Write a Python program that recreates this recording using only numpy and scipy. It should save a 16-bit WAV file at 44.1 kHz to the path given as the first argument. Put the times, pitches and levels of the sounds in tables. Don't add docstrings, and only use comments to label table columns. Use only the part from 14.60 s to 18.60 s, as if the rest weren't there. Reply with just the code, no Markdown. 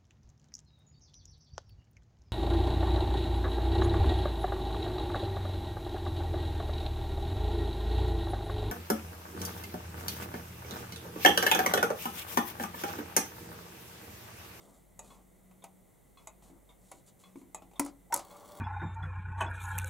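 import sys
import numpy as np
from scipy import signal
from scipy.fft import rfft, irfft, next_fast_len
from scipy.io import wavfile
from scipy.ndimage import map_coordinates

SR = 44100
rng = np.random.default_rng(int(sys.argv[2]) if len(sys.argv) > 2 else 0)


def invert_db(level):
    return 10 ** (np.asarray(level, dtype=float) / 20)


def file_out(sig):
    cols = np.atleast_2d(sig).T
    lim = np.clip(cols, -1, 1)
    pcm = np.round(lim * 32767).astype(np.int16)
    wavfile.write(sys.argv[1], SR, pcm)


N = 176400

# mode_hz, level_db, t60_s
TAP_MODES = [(277.6, 0, 0.21), (332, -3, 0.3), (584, -20.5, 0.057), (973, -6.5, 0.033),
             (2230, -14.5, 0.045)]
# mode_hz, level_db, t60_s
PIP_MODES = [(754, 0.5, 0.065), (806, 7, 0.026)]


def unit(x):
    return x / np.sqrt(np.mean(x ** 2) + 1e-20)


def along(points, hz):
    f, v = np.transpose(points)
    return np.interp(np.log(hz + 1), np.log(f + 1), v, left=v[0], right=v[-1])


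def wobble(rate_hz):
    knots = rng.standard_normal(int(N * rate_hz / SR) + 4)
    return map_coordinates(knots, [np.arange(N) * rate_hz / SR])


def filtered(x, response):
    n = x.shape[-1]
    m = next_fast_len(n + 8192)
    return irfft(rfft(x, m) * response(np.fft.rfftfreq(m, 1 / SR)), m)[..., :n]


def resonant(peaks):
    def response(f):
        total = 0
        for k, (center, width, db) in enumerate(peaks):
            band = 1j * f * width
            total = total + (-1) ** k * invert_db(db) * band / (center * center - f * f + band)
        return total
    return response


def grains(per_s, spread_db, smooth):
    size = invert_db(spread_db * rng.exponential(size=N))
    clicks = (rng.random(N) < per_s / SR) * size * rng.standard_normal(N)
    return unit(unit(clicks) + smooth * rng.standard_normal(N))


def swells(rows, bend):
    t = np.arange(N) / SR
    total = 0
    for start, rise, fall, db in rows:
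        ramp = np.interp(t, [start, start + rise, start + rise + fall], [0, 1, 0])
        total = total + invert_db(db) * ramp ** bend
    return total


def rush(spectrum, alike):
    def mid_side(hz):
        inside = (hz > spectrum[0][0]) & (hz < spectrum[-1][0])
        turn = np.arccos(np.clip(along(alike, hz), -1, 1)) / 2
        return inside * invert_db(along(spectrum, hz)) * [np.cos(turn), np.sin(turn)]
    mid, side = filtered(rng.standard_normal((2, N)), mid_side)
    return unit(np.array([mid + side, mid - side]))


def walls(x, alike):
    # pitch_hz, t60_s
    decay = [(200, 0.3), (1000, 0.21), (14000, 0.06)]
    hz, t, z = signal.stft(rng.standard_normal((2, SR // 3)), SR, nperseg=256)
    fade = invert_db(-60 * t / along(decay, hz)[:, None])
    tail = signal.istft(z * fade, SR, nperseg=256)[1]
    side = np.sqrt(1 - np.clip(alike, 0, 1))
    tail = tail[0] + side * np.array([tail[1], -tail[1]])
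    tail = tail / np.linalg.norm(tail[0])
    late = np.pad(x, (130, 0))[None]
    return signal.fftconvolve(late, tail, axes=1)[:, :len(x)]


def strikes(events, modes, attack_s, crack_db, crack_s, wet_db, rough, low_hz, held_s=9):
    # pitch_hz, level_db
    crack_color = [(800, 17.5), (1250, 8.5), (1700, -7.5), (2200, 3), (5000, -7), (7500, 0.5), (12000, -9),
                   (16000, -7)]
    waver_cycles, mute_s = 12.46, 0.0047
    out, t = np.zeros((2, N + SR)), np.arange(SR // 2) / SR
    hz, level, t60 = np.transpose(modes)[:, :, None]

    def crack_response(f):
        return invert_db(along(crack_color, f)) / (1 + (low_hz / (f + 1)) ** 4)

    for s, db in events:
        knots = rng.standard_normal((len(modes), 600))
        drift = np.array([np.interp(t * f / waver_cycles, np.arange(len(k)), k - k[0])
                          for f, k in zip(hz, knots)])
        phase = 2 * np.pi * hz * t + rough * np.clip(hz / 1000, 0, 1.2) ** 2 * drift
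        ring = (invert_db(level - 60 * t / t60) * np.sin(phase)).sum(0)
        noise = unit(filtered(rng.standard_normal(len(t)), crack_response))
        crack = invert_db(crack_db - 60 * t / crack_s) * noise
        hit = invert_db(db) * (1 - np.exp(-t / attack_s)) * (ring + crack)
        hit = hit * np.exp(-np.clip(t - held_s, 0, None) / mute_s)
        out[:, round(s * SR):][:, :len(t)] += hit + invert_db(wet_db) * walls(hit, 0.89)
    return out[:, :N]


def near_clock():
    # start_s, peak_db
    ticks = [(0.392, -36), (1.672, -36), (2.946, -31)]
    # start_s, peak_db
    tocks = [(1.04, -30), (2.315, -29.5), (3.592, -27.5)]
    # mode_hz, level_db, t60_s
    tick_modes = [(606, -18, 0.21), (900, 3.5, 0.044), (1030, -0.5, 0.02), (1195, -13, 0.081),
                  (2074, 0, 0.013), (2500, -17, 0.17), (3790, -12, 0.042), (6700, 9.5, 0.0092),
                  (6980, 8, 0.019), (7150, -28, 0.018), (7870, 6.5, 0.019), (10300, -14, 0.02),
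                  (10920, 4, 0.019)]
    # mode_hz, level_db, t60_s
    tock_modes = [(638, -15.5, 0.055), (784, 0.5, 0.064), (967, -14.5, 0.14), (1270, -86, 0.076),
                  (1977, -21, 0.079), (6300, -15, 0.049), (6850, 0.5, 0.016), (10250, 4.5, 0.016),
                  (10700, 3, 0.014)]
    odd = strikes(ticks, tick_modes, attack_s=0.00068, crack_db=0.66, crack_s=0.036,
                  wet_db=-6, rough=1.0, low_hz=450)
    even = strikes(tocks, tock_modes, attack_s=0.0011, crack_db=0, crack_s=0.06,
                   wet_db=-10.5, rough=0.99, low_hz=510)
    return invert_db(-9) * odd + invert_db(-13.0) * even


def case_knock():
    # start_s, peak_db
    knock = [(3.196, -28.5)]
    # start_s, peak_db
    edges_hit = [
        (3.195, -20.5),
        (3.2475, -41),
        (3.2612, -42.5),
    ]
    # mode_hz, level_db, t60_s
    case_modes = [(283, 2, 0.22), (329, -3, 0.12), (430, -28, .3), (549, -8, .1), (620, -6, 0.06),
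                  (705, -2, 0.07), (820, 0, .03), (940, 13, 0.018), (1125, -12, .06), (1325, -7, 0.05),
                  (2040, 3, 0.018)]
    # mode_hz, level_db, t60_s
    edge_modes = [(4930, -8, 0.019), (6930, -22, 0.031), (9680, 6, 0.018)]
    wood = strikes(knock, case_modes, attack_s=0.0014, crack_db=11, crack_s=0.012,
                   wet_db=-9.5, rough=0.99, low_hz=320)
    edge = strikes(edges_hit, edge_modes, attack_s=0.0021, crack_db=4.8, crack_s=0.021,
                   wet_db=-11.5, rough=0.84, low_hz=4300)
    return wood + edge


def lever():
    # start_s, peak_db
    lift = [(3.502, -53), (3.508, -46), (3.517, -45.5)]
    # start_s, peak_db
    plate_hits = [(3.248, -65), (3.262, -36.5), (3.548, -31), (3.555, -43), (3.562, -31), (3.570, -42.5),
                  (3.579, -44), (3.595, -50), (3.759, -47)]
    # mode_hz, level_db, t60_s
    plate_modes = [(328, -11, 0.093), (574, -11, 0.084), (720, -3, 0.016), (826, 0.5, 0.024),
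                   (1007, 0, 0.019), (1240, -9.5, 0.062), (2130, -12, 0.022)]
    # start_s, peak_db
    glance = [(3.523, -27.5)]
    # mode_hz, level_db, t60_s
    glance_modes = [(600, -12, 0.026), (1470, 1.5, 0.024), (2050, 3, 0.012), (2560, -11, 0.012)]
    # start_s, peak_db
    sing = [(3.527, -24.5)]
    # mode_hz, level_db, t60_s
    sing_modes = [(373, -18.5, 0.088), (927, 2, 0.19), (1340, -16.5, .15), (1820, -16, 0.074),
                  (2170, -27, .15)]
    lifting = strikes(lift, PIP_MODES, attack_s=0.0017, crack_db=-30, crack_s=0.008,
                      wet_db=1, rough=0.4, low_hz=500)
    knocks = strikes(plate_hits, plate_modes, attack_s=0.00057, crack_db=-38, crack_s=0.01,
                     wet_db=-8.5, rough=1.0, low_hz=300)
    glancing = strikes(glance, glance_modes, attack_s=0.0017, crack_db=-10, crack_s=0.01,
                       wet_db=-6.5, rough=0.34, low_hz=600)
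    singing = strikes(sing, sing_modes, attack_s=0.00053, crack_db=-30, crack_s=0.01,
                      wet_db=-19, rough=0.1, low_hz=300, held_s=0.015)
    return lifting + knocks + glancing + singing


def spring_and_pawl():
    # start_s, peak_db
    release = [(3.525, -33.5)]
    # mode_hz, level_db, t60_s
    spring_modes = [(5600, -5, 0.05), (8670, -13, 0.04), (10500, -10, .015), (11800, -12, 0.012),
                    (15200, -12, .04)]
    # start_s, peak_db
    snaps = [
        (3.5412, -26),
        (3.562, -37.5),
        (3.574, -42),
        (3.766, -63),
    ]
    # mode_hz, level_db, t60_s
    pawl_modes = [(6550, -1, 0.03), (7140, -0.5, 0.025), (9430, 7, 0.012), (11120, 10, 0.0083)]
    spring = strikes(release, spring_modes, attack_s=0.00033, crack_db=3.6, crack_s=0.0083,
                     wet_db=-1.3, rough=0.24, low_hz=2500)
    pawl = strikes(snaps, pawl_modes, attack_s=0.00039, crack_db=8.6, crack_s=0.018,
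                   wet_db=-15.5, rough=1.0, low_hz=4880)
    return spring + pawl


def strike_train():
    # start_s, level_db
    effort_curve = [(3.602, -58), (3.628, -58.5), (4.0, -53)]
    # pitch_hz, width_hz, level_db
    gear_peaks = [(314, 460, -6), (597, 48, 4.5), (804, 116, -3), (1125, 126, -1), (1400, 90, -12),
                  (2300, 140, -20)]
    # pitch_hz, width_hz, level_db
    jingle_peaks = [(3370, 310, 0.5), (4450, 220, 0.5), (5690, 850, -4.5), (7300, 890, -1), (8150, 560, 0),
                    (9950, 900, 0), (12700, 3100, -6.5), (16000, 750, 4.5)]
    # start_s, peak_db
    pinion = [(3.6487, -43), (3.6694, -54), (3.683, -51), (3.699, -48), (3.712, -45), (3.7235, -49),
              (3.7474, -56), (3.7644, -57), (3.769, -48), (3.7824, -54), (3.7974, -53), (3.8064, -50),
              (3.8472, -56), (3.8564, -51), (3.8774, -48), (3.888, -51), (3.8994, -58), (3.9095, -55),
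              (3.919, -48), (3.9504, -50), (3.964, -55), (3.972, -47), (3.9864, -53)]
    click_share, click_s, jingle_db = 2.2, 0.0035, -10
    s, db = np.transpose(effort_curve)
    effort = invert_db(np.interp(np.arange(N) / SR, s, db)) * (np.arange(N) > s[0] * SR)
    teeth = unit(filtered(grains(per_s=460, spread_db=0.5, smooth=1.0), resonant(gear_peaks)))
    at, size_db = np.transpose(pinion)
    clicks = np.zeros(N)
    clicks[(at * SR).astype(int)] = invert_db(size_db - size_db.mean())
    gate = 1 + click_share * signal.lfilter([1], [1, -np.exp(-1 / (click_s * SR))], clicks)
    jingle = unit(filtered(gate * rng.standard_normal(N), resonant(jingle_peaks)))
    whirr = effort * (teeth + invert_db(jingle_db) * jingle)
    return whirr + invert_db(-8.5) * walls(whirr, 0.93)


def rattle():
    # start_s, rise_s, fall_s, level_db
    buzzes = [
        (3.197, .004, 0.067, -54),
        (3.245, 0.013, 0.055, -57.5),
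        (3.53, 0.0086, 0.11, -49),
    ]
    # pitch_hz, level_db
    loose = [(900, 6), (1700, -7), (2500, -4), (5000, 0), (7000, 5.5), (10000, 1.5), (15500, -15)]
    parts = filtered(grains(per_s=2500, spread_db=1.5, smooth=0.69),
                     lambda hz: (hz > 500) * invert_db(along(loose, hz)))
    buzz = swells(buzzes, 1.58) * unit(parts)
    return buzz + invert_db(3) * walls(buzz, 1.0)


def fingertip():
    # start_s, peak_db
    taps = [(1.9, -56.5), (2.34, -56.5), (2.815, -52), (3.023, -56)]
    # start_s, peak_db
    press = [(2.757, -44.5)]
    free = strikes(taps, TAP_MODES, attack_s=0.00051, crack_db=-10.0, crack_s=0.045,
                   wet_db=-4, rough=0.22, low_hz=360)
    muted = strikes(press, TAP_MODES, attack_s=0.00059, crack_db=-7, crack_s=0.031,
                    wet_db=-8, rough=0.17, low_hz=300, held_s=0.028)
    return free + muted


def creaks():
    # start_s, peak_db
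    pips = [(0.912, -68), (1.823, -65), (3.021, -61.5), (3.113, -66.5), (3.135, -65.5)]
    return strikes(pips, PIP_MODES, attack_s=0.0003, crack_db=9.5, crack_s=0.024,
                   wet_db=-2, rough=0.5, low_hz=540)


def brush():
    # start_s, rise_s, fall_s, level_db
    strokes = [(-.05, 0.056, 0.23, -72), (0.399, 0.055, .12, -67), (1.82, 0.012, 0.083, -68),
               (2.2, 0.14, 0.075, -70), (2.458, .03, 0.0089, -65), (2.59, 0.02, 0.035, -66),
               (2.76, 0.02, 0.048, -71.5)]
    # pitch_hz, level_db
    skin = [(400, -3), (900, -2), (2000, -18), (3900, -5), (5200, -11), (7000, -1), (8100, -1),
            (15000, -13)]
    cloth = filtered(grains(per_s=900, spread_db=1.2, smooth=0.67), lambda hz: invert_db(along(skin, hz)))
    rub = swells(strokes, 0.45) * invert_db(1) * unit(cloth)
    return rub + invert_db(0.5) * walls(rub, 0.96)


def grip():
    # start_s, rise_s, fall_s, level_db
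    shifts = [(-.02, .07, 0.15, -60.5), (.4, 0.091, 0.15, -61.5), (1.82, 0.07, .12, -64.5)]
    # pitch_hz, level_db
    palm = [(120, -1), (200, 7.5), (350, -4.5), (600, -2), (1200, -8.5), (2200, -33)]
    return swells(shifts, 0.4) * invert_db(1.4 * wobble(38.5)) * rush(palm, [(100, 0.86)])


def far_clock():
    # start_s, peak_db
    high_beats = [(0.001, -59.5), (1.0215, -51), (2.0911, -50.5), (3.1573, -49.5)]
    # start_s, peak_db
    low_beats = [(0.504, -58), (1.572, -58.5), (2.637, -58.5), (3.706, -59)]
    # mode_hz, level_db, t60_s
    high_modes = [(1078, -4, 0.038), (2176, -13, 0.081), (3330, -8, .04), (3636, 1, 0.033)]
    # mode_hz, level_db, t60_s
    low_modes = [(1092, 7, 0.051), (1183, -10.5, 0.15), (2160, -5.5, 0.081), (2565, -10, 0.12),
                 (3388, -2, 0.1), (4130, -3.5, 0.073)]
    high = strikes(high_beats, high_modes, attack_s=0.0012, crack_db=-8.0, crack_s=0.12,
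                   wet_db=2, rough=0.12, low_hz=420)
    low = strikes(low_beats, low_modes, attack_s=0.00064, crack_db=-7.0, crack_s=0.52,
                  wet_db=-4.5, rough=0.12, low_hz=770)
    return invert_db(-4.5) * high + invert_db(0.0) * low


def room():
    # pitch_hz, level_db
    rumble_color = [(20, -11), (60, -5.5), (150, -4), (230, -8.5), (640, -12), (1900, -31.5)]
    # pitch_hz, level_db
    hiss_color = [(1600, -25), (2000, 1.5), (2500, -13), (3600, -10.5), (5100, -17.5), (6400, -9.5),
                  (8000, -5), (16000, -8)]
    # pitch_hz, likeness (0 to 1)
    likeness = [(60, 0.17), (240, 0.01), (950, 0.21), (3770, 0.96), (15000, 0.45)]
    hum_hz, hum_db = 49.3, -67.5
    beat_hz, beat_peak_s, beat_depth = 0.71, 0.49, 0.76
    drone_hz, drone_width_hz, drone_db = 185.5, 3.8, -69.5
    t = np.arange(N) / SR
    beat = 1 + beat_depth * np.cos(2 * np.pi * beat_hz * (t - beat_peak_s))
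    hum = invert_db(hum_db) * beat * np.sin(2 * np.pi * hum_hz * t)
    drone = unit(filtered(rng.standard_normal(N),
                          lambda hz: 1 / (1 + ((hz - drone_hz) / drone_width_hz) ** 2)))
    drone = invert_db(drone_db) * drone * invert_db([[1.5], [-1.5]])
    rumble = invert_db(-64 + 0.093 * wobble(16.0)) * rush(rumble_color, likeness)
    hiss = invert_db(-71) * rush(hiss_color, likeness)
    return hum + drone + rumble + hiss


def scene():
    # pitch_hz, left_lead_rad
    port_lead = [(7500, 0), (10000, 1.15), (16000, 1.3)]
    # pitch_hz, left_over_right_db
    port_tilt = [(300, 3), (900, 0.8), (9500, 0.5), (12500, 1.5)]

    def ports(hz):
        half = np.array([[0.5], [-0.5]])
        return invert_db(along(port_tilt, hz) * half) * np.exp(1j * along(port_lead, hz) * half)

    clocks = near_clock() + far_clock()
    movement = case_knock() + lever() + spring_and_pawl() + strike_train() + rattle()
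    hand = fingertip() + creaks() + brush() + grip()
    return filtered(clocks + movement + hand, ports) + room()


def roll_off(x):
    return signal.sosfilt(signal.butter(12, 16670, fs=SR, output="sos"), x)


def record(dry):
    top_hz, edge_hz, over_db = 15900, 140, -34
    mix = filtered(dry, lambda hz: invert_db(over_db * (1 + np.tanh((hz - top_hz) / edge_hz)) / 2))
    return roll_off(mix)


dry = scene()
out = record(dry)
file_out(out)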